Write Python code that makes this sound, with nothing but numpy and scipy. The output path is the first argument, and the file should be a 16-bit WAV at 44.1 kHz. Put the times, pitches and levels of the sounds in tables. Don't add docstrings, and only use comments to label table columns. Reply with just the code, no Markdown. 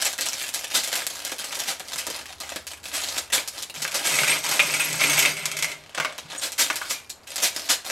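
import sys
import numpy as np
from scipy import signal
from scipy.fft import rfft, irfft, next_fast_len
from scipy.io import wavfile
from scipy.ndimage import uniform_filter1d

SR = 44100
rng = np.random.default_rng(int(sys.argv[2]) if len(sys.argv) > 2 else 0)


def transcribe(u):
    v = np.clip(np.atleast_2d(u).T, -1, 1)
    q = np.round(v * 32767).astype(np.int16)
    wavfile.write(sys.argv[1], SR, q)


N = 348831
TIME = np.arange(N) / SR

# frequency_hz, level_db
FILM_COLOUR = [(50, -53), (140, -14), (280, -5.5), (430, -7.5), (620, 0.5), (1000, -2.5), (1700, 0.5),
               (2800, -0.5), (4200, 1.5), (7500, 2), (10000, -2.5), (12500, -2.5), (14500, -15.5),
               (16000, -23)]
# pitch_hz, level_db, t60_s
TABLE_TOP_MODES = [(616, -6.5, 0.34), (1435, -0.5, 0.052), (2086, 1.5, 0.15), (2216, 2, 0.15),
                   (2580, -0.5, 0.043)]
# pitch_hz, level_db, t60_s
TABLE_BODY_MODES = [(153, -6.5, 0.42), (289.6, -12, 0.19), (393.3, -11, 0.22)]


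def bag(rustle_db=-4, snap_db=4, chain_gain_db=2, crunch_db=-11, resting_db=-58):
    # start_s, length_s, level_db
    grips = [(0, 0.089, -25.5), (.18, 0.29, -28.5), (.53, 0.12, -33.5), (.70, 0.26, -30.5),
             (.915, 0.11, -28), (1.09, 0.24, -34), (1.39, 0.34, -33), (1.8, 0.073, -44),
             (1.875, 0.32, -36.5), (2.255, 0.07, -43.5), (2.4, 0.17, -40), (2.695, 0.016, -36),
             (2.83, 0.099, -36.5), (2.925, 0.25, -28), (3.33, 0.056, -25.5), (3.525, .04, -37),
             (3.572, 0.013, -30), (3.74, 0.14, -34), (3.925, 0.16, -29.5), (5.945, .11, -43.5),
             (6.3, 0.33, -45.5), (6.6, 0.11, -30.5), (6.74, 0.22, -34), (7.27, 0.12, -38),
             (7.38, 0.076, -28), (7.54, 0.17, -33), (7.845, 0.069, -29)]
    # time_s, low_lift_db
    slack = [(0, 1.5), (1.9, 5.5), (2.55, 10.5), (2.72, 4), (4.0, 8), (6.3, 19.5), (6.45, 4.5)]
    # start_s, crack_db, chain_db, chain_low_lift_db
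    snaps = [(0.017, -8, -20, 0.5), (0.1297, -9, -35, 10), (0.18, -12, -38, 3), (0.21, -1.5, -22, 2),
             (0.259, -6, -19.5, 1.5), (0.414, -15, -41, -9), (0.540, -6, -20, -12), (0.841, -11, -25, -8),
             (0.876, -6, -28.5, 8), (0.956, -4, -20.5, -1), (1.0674, 1.5, -41, -12), (1.2506, -4.5, -29, 2),
             (1.319, -10.5, -30.5, 11), (1.3839, -13, -29, -13), (1.446, -12, -34, -15),
             (1.548, -15, -25, -15), (1.591, -10, -22, -16), (1.7974, -12.5, -36, 15.5),
             (1.9374, -10.5, -39, -1), (2.068, -5.5, -31, 10), (2.102, -8, -32, 10),
             (2.148, -22, -36, 16.5), (2.403, -12.5, -31, 10.5), (2.5606, -9.5, -35, 16.5),
             (2.6687, -12, -26, -23), (3.178, -8, -20.5, 5.5), (3.477, -8.5, -23.5, -17),
             (3.626, -8.5, -27.5, 0), (3.819, -16, -18, -12), (3.9126, -16, -24, -15),
             (3.945, -5, -22.5, 9.5), (6.1811, -13.5, -34.5, 13), (6.52, -10.5, -29, -12),
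             (6.758, -6, -21, -14), (7.0959, -22, -26.5, -15), (7.359, -6.5, -24.5, -2),
             (7.5644, -11.5, -39.5, -14)]
    # start_s, level_db, length_s, low_lift_db
    crunches = [(0.059, -13.5, 0.02, 3), (0.734, -9.5, 0.058, 2.5), (1.668, -16, 0.057, 4),
                (1.977, -14.5, 0.026, -24), (2.932, -17, 0.057, 3), (3.32, -8.5, 0.047, 2),
                (3.948, -15.5, 0.034, 2.5), (6.409, -16, 0.07, 2.5), (6.5772, -6.5, 0.062, -2.5),
                (6.892, -14.5, 0.047, -4.5), (7.416, -7.5, 0.06, -2), (7.687, -7, 0.051, 2.5)]
    effort = swells(grips, attack_s=0.0014, sag_db_per_s=6.5, release_db_per_s=250) + amp(resting_db)
    creases = crackle(per_s=2000, spread_db=4.9, fade_s=0.0008)
    rustle = effort * flurries(per_s=29, lift_db=11, fade_s=0.0046) * creases
    film = amp(rustle_db) * deepened(rustle, np.interp(TIME, *np.transpose(slack)))
    chain = crackle(per_s=3500, spread_db=3.8, fade_s=0.0005)
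    after = np.arange(SR // 5)
    t = after / SR
    spreading = np.minimum(t / 0.0055, 1) * np.exp(-t / 0.0086)
    for s, crack_db, chain_db, low_db in snaps:
        crack = unit(deepened(chatter(fade_s=0.00032), lift_db=-6, hz=4560))
        burst = chain.take(round(s * SR) + after, mode="wrap") * spreading
        add(film, s, amp(crack_db + snap_db) * crack)
        add(film, s, amp(chain_db + chain_gain_db) * deepened(burst, low_db))
    avalanche = crackle(per_s=7000, spread_db=2, fade_s=0.00013)
    for s, db, length_s, low_db in crunches:
        progress = t / length_s
        collapse = np.minimum(progress / 0.28, 1) * np.exp(-progress ** 3)
        burst = avalanche.take(round(s * SR) + after, mode="wrap") * collapse
        add(film, s, amp(db + crunch_db) * deepened(burst, low_db))
    return through(panels(film), unit(colour(FILM_COLOUR)))


def flurries(per_s, lift_db, fade_s):
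    starts = rng.random(N) < per_s / SR
    extra_power = amp(lift_db) ** 2 * np.exp(-2 * TIME[:SR // 5] / fade_s)
    return evened(np.sqrt(1 + abs(through(1. * starts, extra_power))))


def panels(film, patch_db=1.2, bins=7, frames=10):
    spectra = signal.stft(film, nperseg=256)[2]
    patches = uniform_filter1d(rng.standard_normal(spectra.shape), bins, axis=0)
    patches = evened(uniform_filter1d(patches, frames, axis=1))
    return signal.istft(spectra * evened(amp(patch_db * patches)))[1][:N]


def bricks(clatter_db=-4, rub_db=-0.5, jingle_db=-7, landing_db=9, tick_db=6, thud_db=-13.5, count=10):
    # start_s, level_db, tick_relative_db, rattle_s, pitch_hz
    landings = [(4.052, -20, 18, 0.029, 2680), (4.14, -7.5, 3, 0.0072, 2500), (4.187, 0, -5, 0.007, 2100),
                (4.2327, -1.5, -5, 0.011, 1470), (4.2775, -2.5, 2, 0.017, 2370),
                (4.295, -5, -3, 0.0054, 2540), (4.3144, -0.5, -5, 0.01, 2330),
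                (4.512, -10, 10.5, 0.017, 1450), (4.5935, 2.5, -12, 0.003, 2350),
                (4.5985, 5, -9, .004, 2440), (4.6987, -9.5, -14, 0.0017, 2370), (4.739, -2, 0, 0.012, 2280),
                (4.797, -1.5, -4, 0.03, 2460), (4.9297, -17, 11.5, 0.00096, 2300),
                (5.011, 0, -15, 0.0096, 2210), (5.038, -1, -5, 0.0055, 2400),
                (5.0988, -2.5, -4, 0.0052, 2170), (5.132, -5, 2, 0.0059, 2160),
                (5.1786, -2, 1, 0.0076, 2280), (5.1916, -2.5, 7.5, 0.0105, 2700),
                (5.225, -4, 4, 0.0042, 2170), (5.2509, 0.5, -6, 0.0048, 2190), (5.258, -2, 2, 0.003, 2600),
                (5.3682, -14, 0, 0.0048, 2200), (5.456, -10, 10.5, 0.004, 2080),
                (5.5151, -13, 5.5, 0.0041, 2220), (5.5681, -16, 9.5, 0.0048, 2200),
                (5.589, -19, 12.5, 0.0049, 2200), (5.625, -8.5, 8.5, 0.0058, 2130),
                (5.644, -7.5, 3.5, 0.0045, 2120), (5.716, -18, 3.5, 0.0042, 2090)]
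    # pitch_hz, level_db, t60_s
    brick_modes = [(4780, -3, 0.036), (6420, 8.5, 0.033), (8380, 14.5, 0.038), (11740, 12, 0.027),
                   (13300, 2, .05)]
    # frequency_hz, level_db
    clack_colour = [(80, -49), (220, -23), (700, -16), (1750, -8), (2250, 0.5), (2600, -2.5), (3000, -6),
                    (4000, -9.5), (16000, -70)]
    # frequency_hz, level_db
    tick_colour = [(40, -58), (150, -4.5), (1000, 4.5), (3500, 1), (6500, 3), (8500, 0), (9800, -5),
                   (12000, -4), (14500, -26), (16000, -40)]
    impact = np.zeros(len(ring(TABLE_TOP_MODES)))
    add(impact, 0, unit(colour(clack_colour)))
    sizes = np.linspace(-1, 1, count)
    clacks = [unit(impact + amp(-4) * ring(TABLE_TOP_MODES, ratio))
              for ratio in np.exp(0.0555 * sizes ** 3)]
    tinkles = [ring(brick_modes, ratio) for ratio in np.exp(0.022 * sizes + 0.025 * sizes ** 3)]
    striking, rubbing = pour()
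    which = rng.integers(0, count, N)
    blows = amp(clatter_db) * striking * clicks(per_s=450, spread_db=0.5)
    jostle = amp(jingle_db) * rubbing * clicks(per_s=510, spread_db=7, size=2000)
    ticks = amp(rub_db) * rubbing * crackle(per_s=1400, spread_db=3.5, fade_s=0.00034)
    out = sum(through(blows * (which == k), clacks[k]) + through(jostle * (which == k), tinkles[k])
              for k in range(count))
    for (s, db, sharp_db, rattle_s, hz), k in zip(landings, which):
        clack = clacks[k] + amp(-2) * ring([(hz, 0, 0.025)])
        add(out, s, amp(db + landing_db) * unit(through(chatter(rattle_s), clack)))
        tick = unit(deepened(chatter(rattle_s), lift_db=-32, hz=2980))
        add(ticks, s, amp(db + sharp_db + tick_db) * tick)
    shaking = striking * clicks(per_s=180, spread_db=3.5, size=1500)
    out += amp(thud_db) * through(shaking, ring(TABLE_BODY_MODES))
    out += through(ticks, unit(colour(tick_colour)))
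    return signal.lfilter(*signal.butter(4, 125, "high", fs=SR), out)


def pour():
    # start_s, length_s, striking_db, rubbing_db
    surges = [(4.034, 0.33, -28.5, -25), (4.425, 0.15, -33, -27), (4.597, 0.38, -29.5, -29),
              (4.981, 0.31, -23.5, -25.5), (5.354, 0.19, -32, -39.5), (5.56, 0.15, -33, -39)]
    start_s, length_s, striking_db, rubbing_db = np.transpose(surges)
    return [swells(zip(start_s, length_s, db), attack_s=0.021, sag_db_per_s=9, release_db_per_s=203)
            for db in (striking_db, rubbing_db)]


def pings(ping_db=-1, attack_s=0.0017, t60_cycles=800, pair_ratio=1.02, pair_db=-5, size=12000):
    # start_s, pitch_hz, level_db
    bounces = [(4.061, 7580, -23), (4.072, 11025, -27), (4.078, 12920, -31), (4.13, 10680, -36),
               (4.197, 10980, -23), (4.3, 8484, -19), (4.336, 11326, -37), (4.519, 11540, -30),
               (4.574, 10766, -36), (4.673, 8570, -41), (4.737, 8700, -23), (4.794, 12850, -28),
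               (4.801, 8613, -21), (4.847, 11400, -21), (4.922, 7700, -25), (5.03, 11250, -27),
               (5.068, 8484, -23), (5.097, 6244, -22.5), (5.112, 8397, -22), (5.131, 11750, -25),
               (5.169, 8053, -22), (5.171, 13436, -27), (5.186, 11929, -16), (5.298, 4737, -30),
               (5.3675, 8139, -26.5), (6.374, 6775, -31), (6.379, 8500, -29), (6.705, 2370, -39),
               (6.936, 2390, -38.5)]
    out, t = np.zeros(N), TIME[:size]
    for (s, hz, db), phase in zip(bounces, rng.random(len(bounces))):
        envelope = np.minimum(t / attack_s, 1) * amp(-60 * t * hz / t60_cycles)
        pair = np.sin(2 * np.pi * hz * t) + amp(pair_db) * np.sin(2 * np.pi * (hz * pair_ratio * t + phase))
        jostled = 1 + 0.45 * evened(lows(rng.standard_normal(size), hz=160))
        add(out, s, amp(db + ping_db) * envelope * jostled * pair)
    return out


def knocks(knock_db=14):
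    # start_s, ring_db, flutter_s, slap_relative_db, table_relative_db
    hits = [(3.851, -15.5, 0.0011, 0, -8), (5.976, -14.5, 0.0049, -1, -19), (6.0, -9, .003, -3, -3.5),
            (6.048, -12, 0.0021, -0.5, -4), (6.318, -41, 0.0031, 7, -12), (6.701, -10, 0.0052, 0, -12),
            (6.814, -14, 0.0064, -17, -13)]
    # pitch_hz, level_db, t60_s
    sheet_modes = [(1160, 7.5, 0.025), (1463, 9.5, 0.026)]
    # frequency_hz, level_db
    slap_colour = [(50, -35), (250, -2), (600, -3.5), (1200, -4), (1800, 7), (2800, 4), (3500, -5.5),
                   (8000, -8.5), (16000, -36)]
    out = np.zeros(N)
    sheet, slap, table = ring(sheet_modes), colour(slap_colour), ring(TABLE_TOP_MODES)
    for s, db, flutter_s, slap_db, table_db in hits:
        for part_db, body in (0, sheet), (slap_db, slap), (table_db, table):
            add(out, s, amp(db + part_db + knock_db) * unit(through(chatter(flutter_s), body)))
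    return out


def shifts(slap_db=-3, rattle_s=0.0037):
    # start_s, level_db, pitch_hz
    contacts = [(0.187, -1.5, 1910), (0.414, -11, 1810), (0.447, -19, 2440), (0.64, -7, 1810),
                (1.104, -21, 2550), (1.295, -10, 1980), (2.211, -14, 1730), (2.257, -13, 1850),
                (2.434, -12.5, 2090), (2.522, -11.5, 1900), (2.856, -9, 2580), (3.301, -12.5, 1930),
                (3.698, -8.5, 2800), (3.761, -11, 2400)]
    # pitch_ratio, level_db, t60_s
    damped_modes = [(1, 4.5, 0.015), (1.38, 4, 0.0084), (3.1, -10, 0.028)]
    out = np.zeros(N)
    for s, db, hz in contacts:
        clack = unit(through(chatter(rattle_s), ring(damped_modes, hz)))
        slap = through(chatter(rattle_s), colour(FILM_COLOUR))
        slap = unit(deepened(slap, lift_db=7.5, hz=905))
        add(out, s, amp(db) * (clack + amp(slap_db) * slap))
    return out


def taps(slap_db=-2, t60_s=0.019):
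    # start_s, level_db, pitch_hz
    touches = [(1.321, -8, 495), (2.069, -12.5, 576), (2.084, -11, 318), (2.104, -12.5, 420),
               (2.305, -19.5, 740), (2.435, -17.5, 730), (2.52, -13.5, 615), (2.561, -12, 300)]
    out = np.zeros(N)
    for s, db, hz in touches:
        slap = unit(lows(through(chatter(fade_s=0.0024), colour(FILM_COLOUR)), 2 * hz))
        add(out, s, amp(db) * ring([(hz, 0, t60_s)]))
        add(out, s, amp(db + slap_db) * slap)
    return out


def bumps(attack_s=0.0058, bump_db=3):
    # start_s, level_db
    pushes = [(3.77, -17.5), (5.991, -20), (6.241, -22)]
    out, hum = np.zeros(N), ring(TABLE_BODY_MODES[:1])
    thud = unit(hum * np.minimum(TIME[:len(hum)] / attack_s, 1))
    for s, db in pushes:
        add(out, s, amp(db + bump_db) * thud)
    return out


def room(dry, count=7, size=300):
    spot = np.repeat(rng.integers(0, count, N // size + 1), size)[:N]
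    shares = (np.sqrt(abs(uniform_filter1d(1. * (spot == k), size))) for k in range(count))
    wet = sum(through(dry * share, reflections()) for share in shares)
    return signal.sosfilt(signal.butter(4, 110, "high", fs=SR, output="sos"), wet)


def reflections(tail_db=-6, early_db=-4.5, early_fade_s=0.0058, wall_db=-8.5, wall_s=0.0076, size=20000):
    # frequency_hz, t60_s
    room_decay = [(150, 0.17), (600, 0.32), (2200, 0.28), (6000, 0.25), (14000, 0.21)]
    hz, t, spectra = signal.stft(rng.standard_normal(size), SR, nperseg=256)
    tail = signal.istft(spectra * amp(-60 * t / read(room_decay, hz)[:, None]), SR)[1][:size]
    early = rng.standard_normal(size) * np.exp(-TIME[:size] / early_fade_s)
    onset = np.minimum(TIME[:size] / 0.0025, 1) ** 2
    out = amp(tail_db) * unit(tail * onset) + amp(early_db) * unit(early * onset)
    add(out, wall_s * rng.uniform(0.85, 1.15), amp(wall_db) * chatter(fade_s=0.00064))
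    return out


def background(air_db=-55, hum_hz=80, beat_hz=13, partner_db=-3, waver_hz=2.5):
    # frequency_hz, level_db
    air_colour = [(25, -8), (60, -7), (100, 1.5), (170, -5.5), (400, -3), (900, -3.5), (2200, -12),
                  (10000, -35), (16000, -47)]
    # time_s, level_db
    hum_swell = [(1.6, -69), (2.3, -58.5), (3.2, -59), (3.8, -67)]
    air = evened(through(rng.standard_normal(N), colour(air_colour)))
    drift = evened(lows(rng.standard_normal(N), hz=1.97))
    turns = np.cumsum(hum_hz + waver_hz * drift) / SR
    hum = np.sin(2 * np.pi * turns) + amp(partner_db) * np.sin(2 * np.pi * (turns - beat_hz * TIME))
    hum_db = np.interp(TIME, *np.transpose(hum_swell))
    return amp(air_db) * air + amp(hum_db) * evened(hum)


def crackle(per_s, spread_db, fade_s, count=200):
    train = clicks(per_s, spread_db)
    bank = cracks(fade_s, count)
    pick = rng.integers(0, count, N)
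    starts = np.flatnonzero(train)
    places = starts[:, None] + np.arange(bank.shape[1])
    sounds = train[starts, None] * bank[pick[starts]]
    return np.bincount(places.ravel(), sounds.ravel(), N)[:N]


def cracks(fade_s, count, facet_db=-4, low_hz=2200, high_hz=11000, cycles=1.53, size=160):
    t = TIME[:size]
    fades_s = fade_s * np.exp(0.5 * rng.standard_normal((count, 1)))
    burst = unit(rng.standard_normal((count, size)) * np.exp(-t / fades_s))
    hz = low_hz * (high_hz / low_hz) ** rng.random((count, 1))
    facet = unit(np.sin(2 * np.pi * hz * t) * np.exp(-t * hz / cycles))
    return unit(burst + amp(facet_db) * facet)


def clicks(per_s, spread_db, size=900):
    strength = amp(spread_db * np.minimum(rng.exponential(1, N), 4))
    train = strength * (rng.random(N) < per_s / SR)
    power = uniform_filter1d(uniform_filter1d(train ** 2, size), size)
    return train * rng.choice([-1, 1], N) / np.sqrt(abs(power) + 1e-6)


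def chatter(fade_s, size=4096, passes=6):
    envelope = np.exp(-TIME[:size] / fade_s)
    burst = rng.standard_normal(size) * envelope
    for _ in range(passes):
        burst = burst * envelope / np.sqrt(abs(uniform_filter1d(burst ** 2, size=100)) + 1e-20)
        burst = irfft(np.exp(1j * np.angle(rfft(burst))))
    return np.pad(unit(burst[:size // 2]), (0, size))


def ring(modes, tuning=1, size=8000):
    t = TIME[:size]
    return unit(sum(amp(db - 60 * t / t60) * np.cos(2 * np.pi * hz * tuning * t) for hz, db, t60 in modes))


def swells(moves, attack_s, sag_db_per_s, release_db_per_s):
    power, t = np.zeros(N), TIME[:SR]
    for s, length_s, db in moves:
        fall_db = sag_db_per_s * t + release_db_per_s * np.maximum(t - length_s, 0)
        add(power, s, (np.minimum(t / attack_s, 1) * amp(db - fall_db)) ** 2)
    return np.sqrt(power)


def colour(points, size=4096):
    log_gain = np.log(amp(read(points, abs(np.fft.fftfreq(size, 1 / SR)))))
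    return np.fft.ifft(np.exp(np.conj(signal.hilbert(log_gain)))).real[:size // 2]


def read(points, hz):
    points_hz, values = np.transpose(points)
    return np.interp(np.log(hz + 1), np.log(points_hz), values)


def deepened(x, lift_db, hz=1800):
    return x + (amp(lift_db) - 1) * lows(x, hz)


def lows(x, hz):
    return signal.lfilter(*signal.butter(1, hz, fs=SR), x)


def through(x, response):
    return signal.oaconvolve(x, response)[:len(x)]


def add(mix, s, sound):
    part = mix[max(round(s * SR), 0):][:len(sound)]
    part += sound[:len(part)]


def amp(db):
    return 10 ** (np.asarray(db) / 20)


def evened(x):
    return x / np.sqrt(np.mean(x ** 2) + 1e-20)


def unit(x):
    return x / (np.linalg.norm(x, axis=-1, keepdims=True) + 1e-20)


def scene(direct_db=-1.5):
    # frequency_hz, side_gain_db
    width = [(100, -16), (450, -8.5), (1200, -12), (5000, -20.5), (7200, -17.5), (8800, -9), (10500, 0),
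             (14000, -35)]
    # frequency_hz, left_minus_right_db
    balance = [(100, -0.3), (600, 1.3), (8000, -0.22)]
    direct = amp(direct_db) * (bag() + taps() + shifts() + bricks() + pings() + knocks() + bumps())
    mid = direct + room(direct) + background()
    phase_shifted = signal.hilbert(direct, next_fast_len(N)).imag[:N]
    side = through(0.076 * phase_shifted + room(direct, count=2) + background(), colour(width))
    left = through(mid + side, colour([(hz, db / 2) for hz, db in balance]))
    right = through(mid - side, colour([(hz, -db / 2) for hz, db in balance]))
    return np.array([left, right])


def record(dry):
    ceiling, edge_hz = 0.9, 16150
    limited = ceiling * np.tanh(dry / ceiling)
    low_pass = signal.firwin(511, edge_hz, window=("kaiser", 9), fs=SR)
    return signal.oaconvolve(limited, low_pass[None], "same", axes=1)


dry = scene()
out = record(dry)
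transcribe(out)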